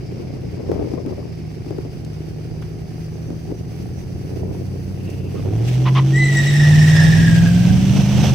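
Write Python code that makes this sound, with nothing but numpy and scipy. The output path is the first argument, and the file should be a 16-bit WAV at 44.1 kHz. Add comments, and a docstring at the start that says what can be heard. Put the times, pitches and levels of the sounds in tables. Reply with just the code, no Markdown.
"""A V8 drones against its brake while gusts buffet the microphone: two pickup trucks wait at a drag strip.
The nearer one revs up and launches, its firing pulses ringing the exhaust pipe. Its tyres chirp, then
spin and squeal as the tread sticks and slips. Both trucks pull away, fans and intakes roaring,
over a surging low rumble of wind and the second truck's exhaust."""
import sys
import numpy as np
from scipy import signal
from scipy.fft import rfft, irfft, next_fast_len
from scipy.io import wavfile

SR = 44100
rng = np.random.default_rng(int(sys.argv[2]) if len(sys.argv) > 2 else 0)


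def log_audio(samples):
    """Write samples as a 16-bit WAV file to the path given in sys.argv[1]."""
    # one column per channel
    frames = np.atleast_2d(samples).T
    # limit to full scale, then quantise
    limited = np.clip(frames, -1, 1)
    pcm = np.round(limited * 32767).astype(np.int16)
    wavfile.write(sys.argv[1], SR, pcm)


N = 367794
TIME = np.arange(N) / SR
SIDES = np.array([[.5], [-.5]])   # splits a left-right dB difference

# V8 against the brake: t/s, firing f/Hz
HELD_FIRING = [(0.2, 88.3), (1.11, 87.4), (1.4, 78.76), (1.75, 76.1), (3.47, 81.25), (3.99, 89.53),
               (5.1, 93.86)]
# V8 launching: t/s, firing f/Hz, tone level/dB
LAUNCH_FIRING = [(5.418, 92.85, -24), (5.529, 106.7, -20), (5.7, 124.3, -17), (5.978, 132.6, -12),
                 (6.44, 141.4, -15.5), (6.689, 149.5, -8.5), (7.43, 170.2, -12.5), (8.279, 209.7, -19.5),
                 (8.34, 213, -37)]
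# exhaust orders: cycles per two crank turns, light-load relative level/dB, full-power level/dB
LOPE_ORDERS = [(3, -19, -33), (5, -13, -20.5), (6, -10, -28), (7, -13, -26.5), (11, 2, -38.5),
               (12, -8, -42), (13, -4, -38.5), (14, -11, -43), (24, -12.5, -48)]
# exhaust rasp spectrum: f/Hz, level/dB
RASP_SPECTRUM = [(50, 0), (110, 4), (170, 1), (240, -12), (355, 0), (420, -8), (520, -20), (740, -14),
                 (1000, -33), (2000, -31.5)]
LAUNCH_S, THROTTLE_OPEN_S, FULL_POWER_S, LOPE_BUILD_S = 5.38, 0.11, 6.32, 0.4
HELD_DB, HELD_HZ, HELD_DB_PER_HZ, HELD_DB_PER_S = -37.5, 89.4, 0.67, 1
OCTAVE_DB, OCTAVE_DB_PER_S, PIPE_HZ, PIPE_WIDTH_HZ, PIPE_BOOM_DB = -42.5, 1.23, 158.1, 6.2, 7.5
HOWL_DB, HOWL_HZ, HOWL_WIDTH_HZ = -40.5, 713, 70
MUFFLER_DB, MUFFLER_HZ, MUFFLER_WIDTH_HZ, LIGHT_LOPE_MAX_DB = 6, 138.4, 20, -34.5
RASP_HELD_DB, RASP_LOAD_DB, BARK_DB, BARK_DECAY_S = -35.5, -34.5, 10, 1.0


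def near_exhaust():
    """A V8 fires eight times in two turns, exciting pipe and muffler. Returns sound and gas pulsation."""
    hz, = in_time(list(HELD_FIRING) + [row[:2] for row in LAUNCH_FIRING])
    cycle = phase_of(hz * (1 + .003 * drift(12))) / 8
    load = ramp(LAUNCH_S, THROTTLE_OPEN_S)
    held_db = HELD_DB + HELD_DB_PER_HZ * (hz - HELD_HZ) + HELD_DB_PER_S * TIME
    tone_db = (1 - load) * held_db + load * in_time(LAUNCH_FIRING)[1]
    tone = from_db(tone_db) * flutter(.5, 15) * np.sin(8 * cycle)
    # harmonics 2 and 4 each meet a pipe resonance
    boom_db = PIPE_BOOM_DB / (1 + ((2 * hz - PIPE_HZ) / PIPE_WIDTH_HZ) ** 2)
    tone += (1 - load) * from_db(OCTAVE_DB + OCTAVE_DB_PER_S * TIME + boom_db) * np.sin(16 * cycle)
    howl = from_db(HOWL_DB) * bell(4 * hz - HOWL_HZ, HOWL_WIDTH_HZ) * flutter(2, 40)
    tone += howl * np.sin(32 * cycle + .7 * drift(30))
    # uneven firing in each bank adds the lope
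    power = ramp(FULL_POWER_S, LOPE_BUILD_S)
    lope_db = np.minimum(.5 * tone_db - 18, LIGHT_LOPE_MAX_DB)
    for order, light_db, full_db in LOPE_ORDERS:
        throb_db = full_db + MUFFLER_DB * bell(order * hz / 8 - MUFFLER_HZ, MUFFLER_WIDTH_HZ)
        level = from_db((1 - power) * (lope_db + light_db) + power * throb_db)
        smear = np.pi * order ** 2 / 3 + .4 * drift(8)   # the pipe spreads each beat in time
        tone += level * np.sin(order * cycle + smear)
    # one turbulent puff per firing
    puffs = unit_rms(np.exp(.7 * np.cos(8 * cycle) + .3 * np.cos(3 * cycle)))
    bark_db = BARK_DB * np.exp(-since(LAUNCH_S) / BARK_DECAY_S)
    rasp_db = (1 - load) * RASP_HELD_DB + load * (RASP_LOAD_DB + bark_db)
    rasp = from_db(rasp_db) * colour(noise(shared=0.78) * puffs, RASP_SPECTRUM)
    return np.sqrt(2) * tone * from_db(-.4 * SIDES) + rasp, puffs


# squeal per tyre: t/s, hold/s, release/s, first f/Hz, settled f/Hz, settling/s, level/dB, fade/(dB/s)
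TYRE_SQUEALS = [(6.117, 1.105, 0.24, 2017, 1843, .22, -24, 3.5),
                (6.34, 1.014, 0.46, 1892, 999, 2.6, -31.5, 1)]
# bands where the squeal's overtones sound loudest: f/Hz, level/dB
SQUEAL_OVERTONE_SPECTRUM = [(2100, 5), (3100, -14), (3650, -11), (3950, -14), (4900, -13), (5300, -8),
                            (6000, -19.5), (7450, -22), (7780, -9), (8100, -31), (8700, -14), (9600, -33)]
# tread bites: t/s, width/s, first tyre boost/dB, second tyre boost/dB
TREAD_BITES = [(6.228, 0.12, 7, 0), (6.369, 0.013, 6.5, -13), (6.967, 0.014, 3, 15.5), (7.026, 0.019, 8, 2)]
# rubber scrubbing the road: peak t/s, level/dB, rise/(dB/s), fall/(dB/s)
SCRUB_SWELLS = [(5.68, -36, 300, 76), (6.35, -33.5, 69, 2.5), (7.0, -31.5, 20.5, 19)]
# scrub spectrum: f/Hz, level/dB
SCRUB_SPECTRUM = [(2600, 12.5), (3600, 6), (4500, 4), (5400, 4), (6500, 1), (9200, -3.5), (10500, -10),
                  (13000, -7.5)]
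SCOOP_HZ, SCOOP_S, SQUEAL_ATTACK_S = 169.2, .085, 0.052
RAGGED_FIRST, RAGGED_LAST, RAGGED_START_S, RAGGED_BUILD_S = 0.25, 0.98, 6.28, 0.149
OVERTONE_JITTER, STEADY_OVERTONE_DB = .022, -8


def wheelspin():
    """Tread sticks and slips: a whistle that turns ragged and sags as grip returns, over a gritty scrub."""
    ragged = RAGGED_FIRST + (RAGGED_LAST - RAGGED_FIRST) * ramp(RAGGED_START_S, RAGGED_BUILD_S)
    bites_db = sum(np.outer(boosts_db, bell(TIME - t, width)) for t, width, *boosts_db in TREAD_BITES)
    squeal = np.zeros(N)
    for tyre, bite_db in zip(TYRE_SQUEALS, bites_db):
        t, hold_s, release_s, first_hz, settled_hz, settle_s, db, fade_db_per_s = tyre
        hz = settled_hz + (first_hz - settled_hz) * np.exp(-since(t + SCOOP_S) / settle_s)
        hz -= SCOOP_HZ * (1 - ramp(t, SCOOP_S))
        hz *= 1 + ragged * (.031 * drift(130) + .009 * drift(20))
        partials = flutter(4.8 * ragged, 62) * np.sin(phase_of(hz))
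        for harmonic in range(2, 6):
            overtone_hz = harmonic * hz * (1 + OVERTONE_JITTER * drift(198.97))
            overtone_db = at_hz(SQUEAL_OVERTONE_SPECTRUM, overtone_hz) + STEADY_OVERTONE_DB * (1 - ragged)
            partials += from_db(overtone_db) * flutter(4.5, 42) * np.sin(phase_of(overtone_hz))
        level = from_db(db + bite_db - fade_db_per_s * since(t)) * flutter(2, 36)
        squeal += partials * level * ramp(t, SQUEAL_ATTACK_S) * (1 - ramp(t + hold_s, release_s))
    grit = colour(noise(shared=0.053) * flutter(1.5, 27), SCRUB_SPECTRUM)
    scrub = swells(SCRUB_SWELLS) * from_db(0.1996 * bites_db.mean(axis=0)) * grit
    return tree_echoes(squeal, echo_db=-1, decay_s=0.026) * from_db([[-1], [0]]) + scrub


# brief losses of grip: t/s, length/s, top f/Hz, level/dB
CHIRP_EVENTS = [(5.346, 0.06, 1158, -44.5), (5.853, 0.046, 1064, -24), (5.949, 0.055, 1108, -21)]
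# chirp grit spectrum: f/Hz, level/dB
GRIT_SPECTRUM = [(800, 8.5), (1200, 4), (1600, 0), (3200, 1.5), (4200, -8), (5800, -13), (8000, -35)]


def tyre_chirps():
    """A tyre breaks loose for an instant: a hoarse bark that rises and falls in pitch."""
    envelope, hz = np.zeros(N), np.full(N, 1000.)
    for t, length_s, top_hz, db in CHIRP_EVENTS:
        inside = (TIME > t) & (TIME < t + length_s)
        arch = np.abs(np.sin(np.pi * (TIME[inside] - t) / length_s))
        envelope[inside] += from_db(db) * arch ** 0.42
        hz[inside] = top_hz * (.92 + 0.079 * arch)
    phase = phase_of(hz * (1 + .065 * drift(200)))
    bark = envelope * (np.sin(phase) + 0.26 * np.sin(2 * phase) + 0.2 * np.sin(3 * phase))
    grit = envelope * from_db(-4.5) * colour(noise(shared=0.7) * flutter(0.5, 540), GRIT_SPECTRUM)
    return tree_echoes(bark, echo_db=-8, decay_s=0.025) + grit


# fan and intake, per truck: peak t/s, level/dB, rise/(dB/s), fall/(dB/s)
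ROAR_SWELLS = [(7.1, -31, 5.5, 11.5), (8.22, -27.5, 17.5, 8)]
# roar spectrum: f/Hz, level/dB
ROAR_SPECTRUM = [(480, 11.5), (800, 9), (1100, 0.5), (2100, -1), (2800, 4), (3400, 2), (3800, -5),
                 (4900, -7), (5700, -2), (6120, 1), (6800, -17.5), (7700, -12.5), (10500, -24),
                 (13500, -19), (15500, -45)]
# roar balance: f/Hz, left-right/dB
ROAR_PAN = [(550, -5.5), (1650, 3.5), (4970, -13), (15000, -14)]


def intake_roar(puffs):
    """Air rushes through fans and intakes under load, pulsing with the near V8's firings."""
    rush = noise(shared=0.82) * np.sqrt(puffs) * flutter(2, 32)
    return swells(ROAR_SWELLS) * ramp(5.156, 1.0) * colour(rush, ROAR_SPECTRUM, ROAR_PAN)


# far exhaust: peak t/s, level/dB, rise/(dB/s), fall/(dB/s)
FAR_EXHAUST_SWELLS = [(5.9, -31, 35, 12), (6.6, -33, 13, 57)]
FAR_HELD_HZ, FAR_STALL_HZ, FAR_HZ_PER_S, FAR_FLOOR_DB = 130, 153.6, 10, -57
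FLARE_START_S, FLARE_LENGTH_S = 5.3, .45


def far_exhaust():
    """The far engine flares to converter stall speed and climbs on, heard at twice its firing rate."""
    flare_hz = (FAR_STALL_HZ - FAR_HELD_HZ) * ramp(FLARE_START_S, FLARE_LENGTH_S)
    hz = FAR_HELD_HZ + flare_hz + FAR_HZ_PER_S * since(FLARE_START_S)
    level = np.hypot(from_db(FAR_FLOOR_DB), swells(FAR_EXHAUST_SWELLS))
    tone = np.sin(2 * phase_of(hz * (1 + 0.0028 * drift(19.6))))
    return np.sqrt(2) * level * flutter(3, 5.9) * tone * from_db(-3 * SIDES)


# gusts: peak t/s, width/s, level/dB
WIND_GUSTS = [(0.27, 0.28, -33.5), (0.673, 0.18, -27.5), (0.81, 0.14, -24.5), (0.978, 0.069, -25.5),
              (1.099, 0.07, -26.5), (1.217, 0.1, -31), (1.749, 0.1, -32.5), (3.505, 0.043, -27),
              (4.49, 0.31, -31.5), (5.503, 0.97, -34)]
# buffeting spectrum: f/Hz, level/dB
BUFFET_SPECTRUM = [(25, -31), (70, -2), (170, -4), (290, 0.5), (430, -0.5), (600, -11.5), (900, -25),
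                   (1600, -40.5)]
# single eddies: t/s, level/dB
EDDY_THUMPS = [(0.717, -15.5), (0.757, -21), (0.936, -14.5), (0.975, -14.5), (1.063, -15.5), (1.663, -19),
               (1.708, -19.5), (1.784, -17), (1.85, -18.5), (3.304, -16.5), (3.516, -15), (4.55, -18.5)]
# wind veering left to right: t/s, left-right/dB
WIND_PAN = [(0.3, 5), (1.8, 7), (3.5, 3.5), (6, -8.5)]
THUMP_HZ, THUMP_DECAY_S, CHURN_DB, CHURN_DECAY_S = 303, 0.0042, -10.5, 0.018
BREEZE_DB, BREEZE_PAN_DB, CRACKLE_HZ, CRACKLE_GUST_DB = -38.5, -4, 680, -24


def wind_buffet():
    """Eddies strike each microphone port: thumps, and gusts that brighten with strength, over a breeze."""
    pan = from_db(in_time(WIND_PAN)[0] * SIDES)
    eddies = np.array([flutter(4, 83), flutter(5.5, 79)])
    buffet = colour(noise(shared=0.1) * eddies, BUFFET_SPECTRUM)
    thumps, churn = np.zeros(N), np.zeros(N)
    for t, db in EDDY_THUMPS:   # a pressure swing, then churning air
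        hz = THUMP_HZ * np.exp(0.081 * rng.standard_normal())
        thumps += from_db(db) * burst(t, THUMP_DECAY_S) * np.sin(2 * np.pi * hz * since(t))
        churn += from_db(db + CHURN_DB) * burst(t, CHURN_DECAY_S)
    gust_power = sum((from_db(db) * bell(TIME - t, width)) ** 2 for t, width, db in WIND_GUSTS)
    gusts = pan * np.sqrt(churn ** 2 + gust_power)
    treble = buffet - signal.sosfiltfilt(signal.butter(2, CRACKLE_HZ, fs=SR, output="sos"), buffet)
    crackle = treble * gusts / from_db(CRACKLE_GUST_DB)
    level = np.hypot(from_db(BREEZE_DB + BREEZE_PAN_DB * SIDES), gusts)
    return (buffet + crackle) * level + pan * butterworth(thumps, 2, [130, 750], "band")


# rumble of wind and the second truck's exhaust: f/Hz, level/dB
RUMBLE_SPECTRUM = [(18, -14), (50, -4), (90, 5), (150, 5), (230, -0.5), (400, -23.5), (900, -28.5)]
RUMBLE_DB, RUMBLE_DB_PER_S, SURGE_START_S, SURGE_BUILD_S, SURGE_DB = -38, 1.1246, 6.05, 1.16, 10.5


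def low_rumble():
    """Wind and the second truck's exhaust rumble low, creeping up, then surging as the trucks leave."""
    rumble = colour(noise(shared=0.24) * flutter(2, 9.4), RUMBLE_SPECTRUM)
    surge_db = (SURGE_DB - 3.2 * SIDES) * ramp(SURGE_START_S, SURGE_BUILD_S)
    return rumble * from_db(RUMBLE_DB + RUMBLE_DB_PER_S * TIME + surge_db)


# belt and fan spectrum: f/Hz, level/dB
WHIR_SPECTRUM = [(530, -34), (900, -1.5), (1350, -4), (2750, -1.5), (3250, -6.5), (3900, -9.5),
                 (4550, -3.5), (5950, -5), (6800, -15), (8300, -13.5), (13500, -13.5)]
WHIR_DB, WHIR_DB_PER_S, WHIR_TOP_DB, WHIR_TOP_DB_PER_S = -51, 0.25, -61.5, 1.36


def fan_whir():
    """Belts and fans whir off to one side; the top band creeps up faster than the body."""
    whir = colour(noise(shared=0.4, lag_ms=-.47), WHIR_SPECTRUM, pan=[(4000, -1), (5500, -6), (7000, .5)])
    body = from_db(WHIR_DB + WHIR_DB_PER_S * TIME) * unit_rms(butterworth(whir, 4, 6500, "low"))
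    top = from_db(WHIR_TOP_DB + WHIR_TOP_DB_PER_S * TIME) * unit_rms(butterworth(whir, 2, 7000, "high"))
    return (body + top) * flutter(1.5, 16)


# belt and pulley bands: peak t/s, width/s, f/Hz, bandwidth/Hz, level/dB
PULLEY_BANDS = [(.3, 2.9, 2230, 300, -57.5), (.7, 2, 5200, 490, -58), (1.5, 17, 4860, 220, -60.5),
                (3.7, 1.7, 5950, 220, -60), (5.201, 0.28, 2690, 220, -50.5)]


def pulleys():
    """Belts and pulleys sing faintly in narrow bands that come and go."""
    out = np.zeros((2, N))
    for t, width_s, hz, bandwidth_hz, db in PULLEY_BANDS:
        resonance = signal.iirpeak(hz, Q=hz / bandwidth_hz, fs=SR)
        band = unit_rms(signal.lfilter(*resonance, noise(shared=0.42)))
        out += from_db(db) * bell(TIME - t, width_s) * band * flutter(3, 16)
    return out


# ticks and a clack close by: t/s, level/dB, low f/Hz, high f/Hz, decay/s
NEAR_TICKS = [(2.048, -41.5, 2500, 5992, 0.0038), (2.623, -40, 900, 2380, 0.01),
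              (5.102, -44, 5000, 6520, .004)]


def ticks():
    """Each tick is a short noise burst in its own band."""
    return sum(from_db(db) * burst(t, decay_s) * colour(noise(shared=0.5), [(low_hz, 0), (high_hz, 0)])
               for t, db, low_hz, high_hz, decay_s in NEAR_TICKS)


def tree_echoes(x, echo_db, decay_s, count=24):
    """Direct sound plus echoes from trunks and fences, different at each ear."""
    out = np.array([x, x])
    for ear in out:
        delays_s = rng.uniform(.002, .14, count)
        gains = np.exp(-delays_s / decay_s) * rng.choice([-1, 1], count)
        for lag, gain in zip((delays_s * SR).astype(int), gains / np.linalg.norm(gains)):
            ear[lag:] += from_db(echo_db) * gain * x[:-lag]
    return out


def noise(shared, lag_ms=0):
    """Stereo white noise; a share of its power is common to both ears, lagged on the left."""
    common = rng.standard_normal(N)
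    direct = np.array([np.roll(common, round(lag_ms * SR / 1000)), common])
    return np.sqrt(shared) * direct + np.sqrt(1 - shared) * rng.standard_normal((2, N))


def colour(x, spectrum, pan=((100, 0), (1000, 0))):
    """Shape by a spectrum with steep skirts, pan by band (f/Hz, left-right/dB); rms 1."""
    size = next_fast_len(N)
    hz = np.maximum(np.fft.rfftfreq(size, 1 / SR), 1)
    low_skirt = 1 + (.7 * spectrum[0][0] / hz) ** 4
    high_skirt = 1 + (hz / spectrum[-1][0] / 1.4) ** 4
    gain = from_db(at_hz(spectrum, hz) + at_hz(pan, hz) * SIDES) / (low_skirt * high_skirt)
    return unit_rms(irfft(rfft(x, size) * gain, size)[:, :N])


def drift(rate_hz):
    """Smooth random wander, rms about 1."""
    pole = np.exp(-40 * np.pi * rate_hz / SR)   # runs at SR / 20
    slow = signal.lfilter([1], [1, -2 * pole, pole * pole], rng.standard_normal(N // 20 + 4002))
    slow = unit_rms(slow[4000:])
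    return np.interp(np.arange(N) / 20, np.arange(len(slow)), slow)


def flutter(depth_db, rate_hz):
    """Wavering gain, rms 1."""
    return unit_rms(from_db(depth_db * np.clip(drift(rate_hz), -2.5, 2.5)))


def swells(rows):
    """Gain of peaks that rise and fall at steady dB rates; powers add."""
    levels_db = [db - np.maximum(rise * (t - TIME), fall * (TIME - t)) for t, db, rise, fall in rows]
    return np.sqrt(sum(from_db(np.maximum(db, -200)) ** 2 for db in levels_db))


def in_time(rows):
    """Each column of a time curve at every sample."""
    t, *columns = np.transpose(rows)
    return [np.interp(TIME, t, column) for column in columns]


def at_hz(spectrum, hz):
    """Interpolate on a log-frequency axis."""
    f, db = np.transpose(spectrum)
    return np.interp(np.log(hz), np.log(f), db)


def butterworth(x, order, hz, kind):
    return signal.sosfilt(signal.butter(order, hz, kind, fs=SR, output="sos"), x)


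def burst(start_s, decay_s):
    return (TIME > start_s) * np.exp(-np.minimum(since(start_s) / decay_s, 20))


def bell(offset, width):
    return np.exp(-2 * np.minimum((offset / width) ** 2, 20))


def ramp(start_s, length_s):
    return np.clip((TIME - start_s) / length_s, 0, 1)


def since(start_s):
    return np.maximum(TIME - start_s, 0)


def phase_of(hz):
    return 2 * np.pi * np.cumsum(hz) / SR


def from_db(db):
    return 10 ** (np.asarray(db) / 20)


def unit_rms(x):
    return x / np.sqrt(np.mean(x ** 2) + 1e-20)


def scene():
    """Both trucks, the tyres and the wind."""
    exhaust, puffs = near_exhaust()
    trucks = exhaust + wheelspin() + tyre_chirps() + intake_roar(puffs) + far_exhaust()
    return trucks + wind_buffet() + low_rumble() + fan_whir() + pulleys() + ticks()


def record(dry, cutoff_hz=15700):
    """Clip at full scale, then low-pass steeply."""
    return signal.sosfilt(signal.ellip(10, .2, 80, cutoff_hz, fs=SR, output="sos"), np.clip(dry, -1, 1))


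dry = scene()
out = record(dry)
log_audio(out)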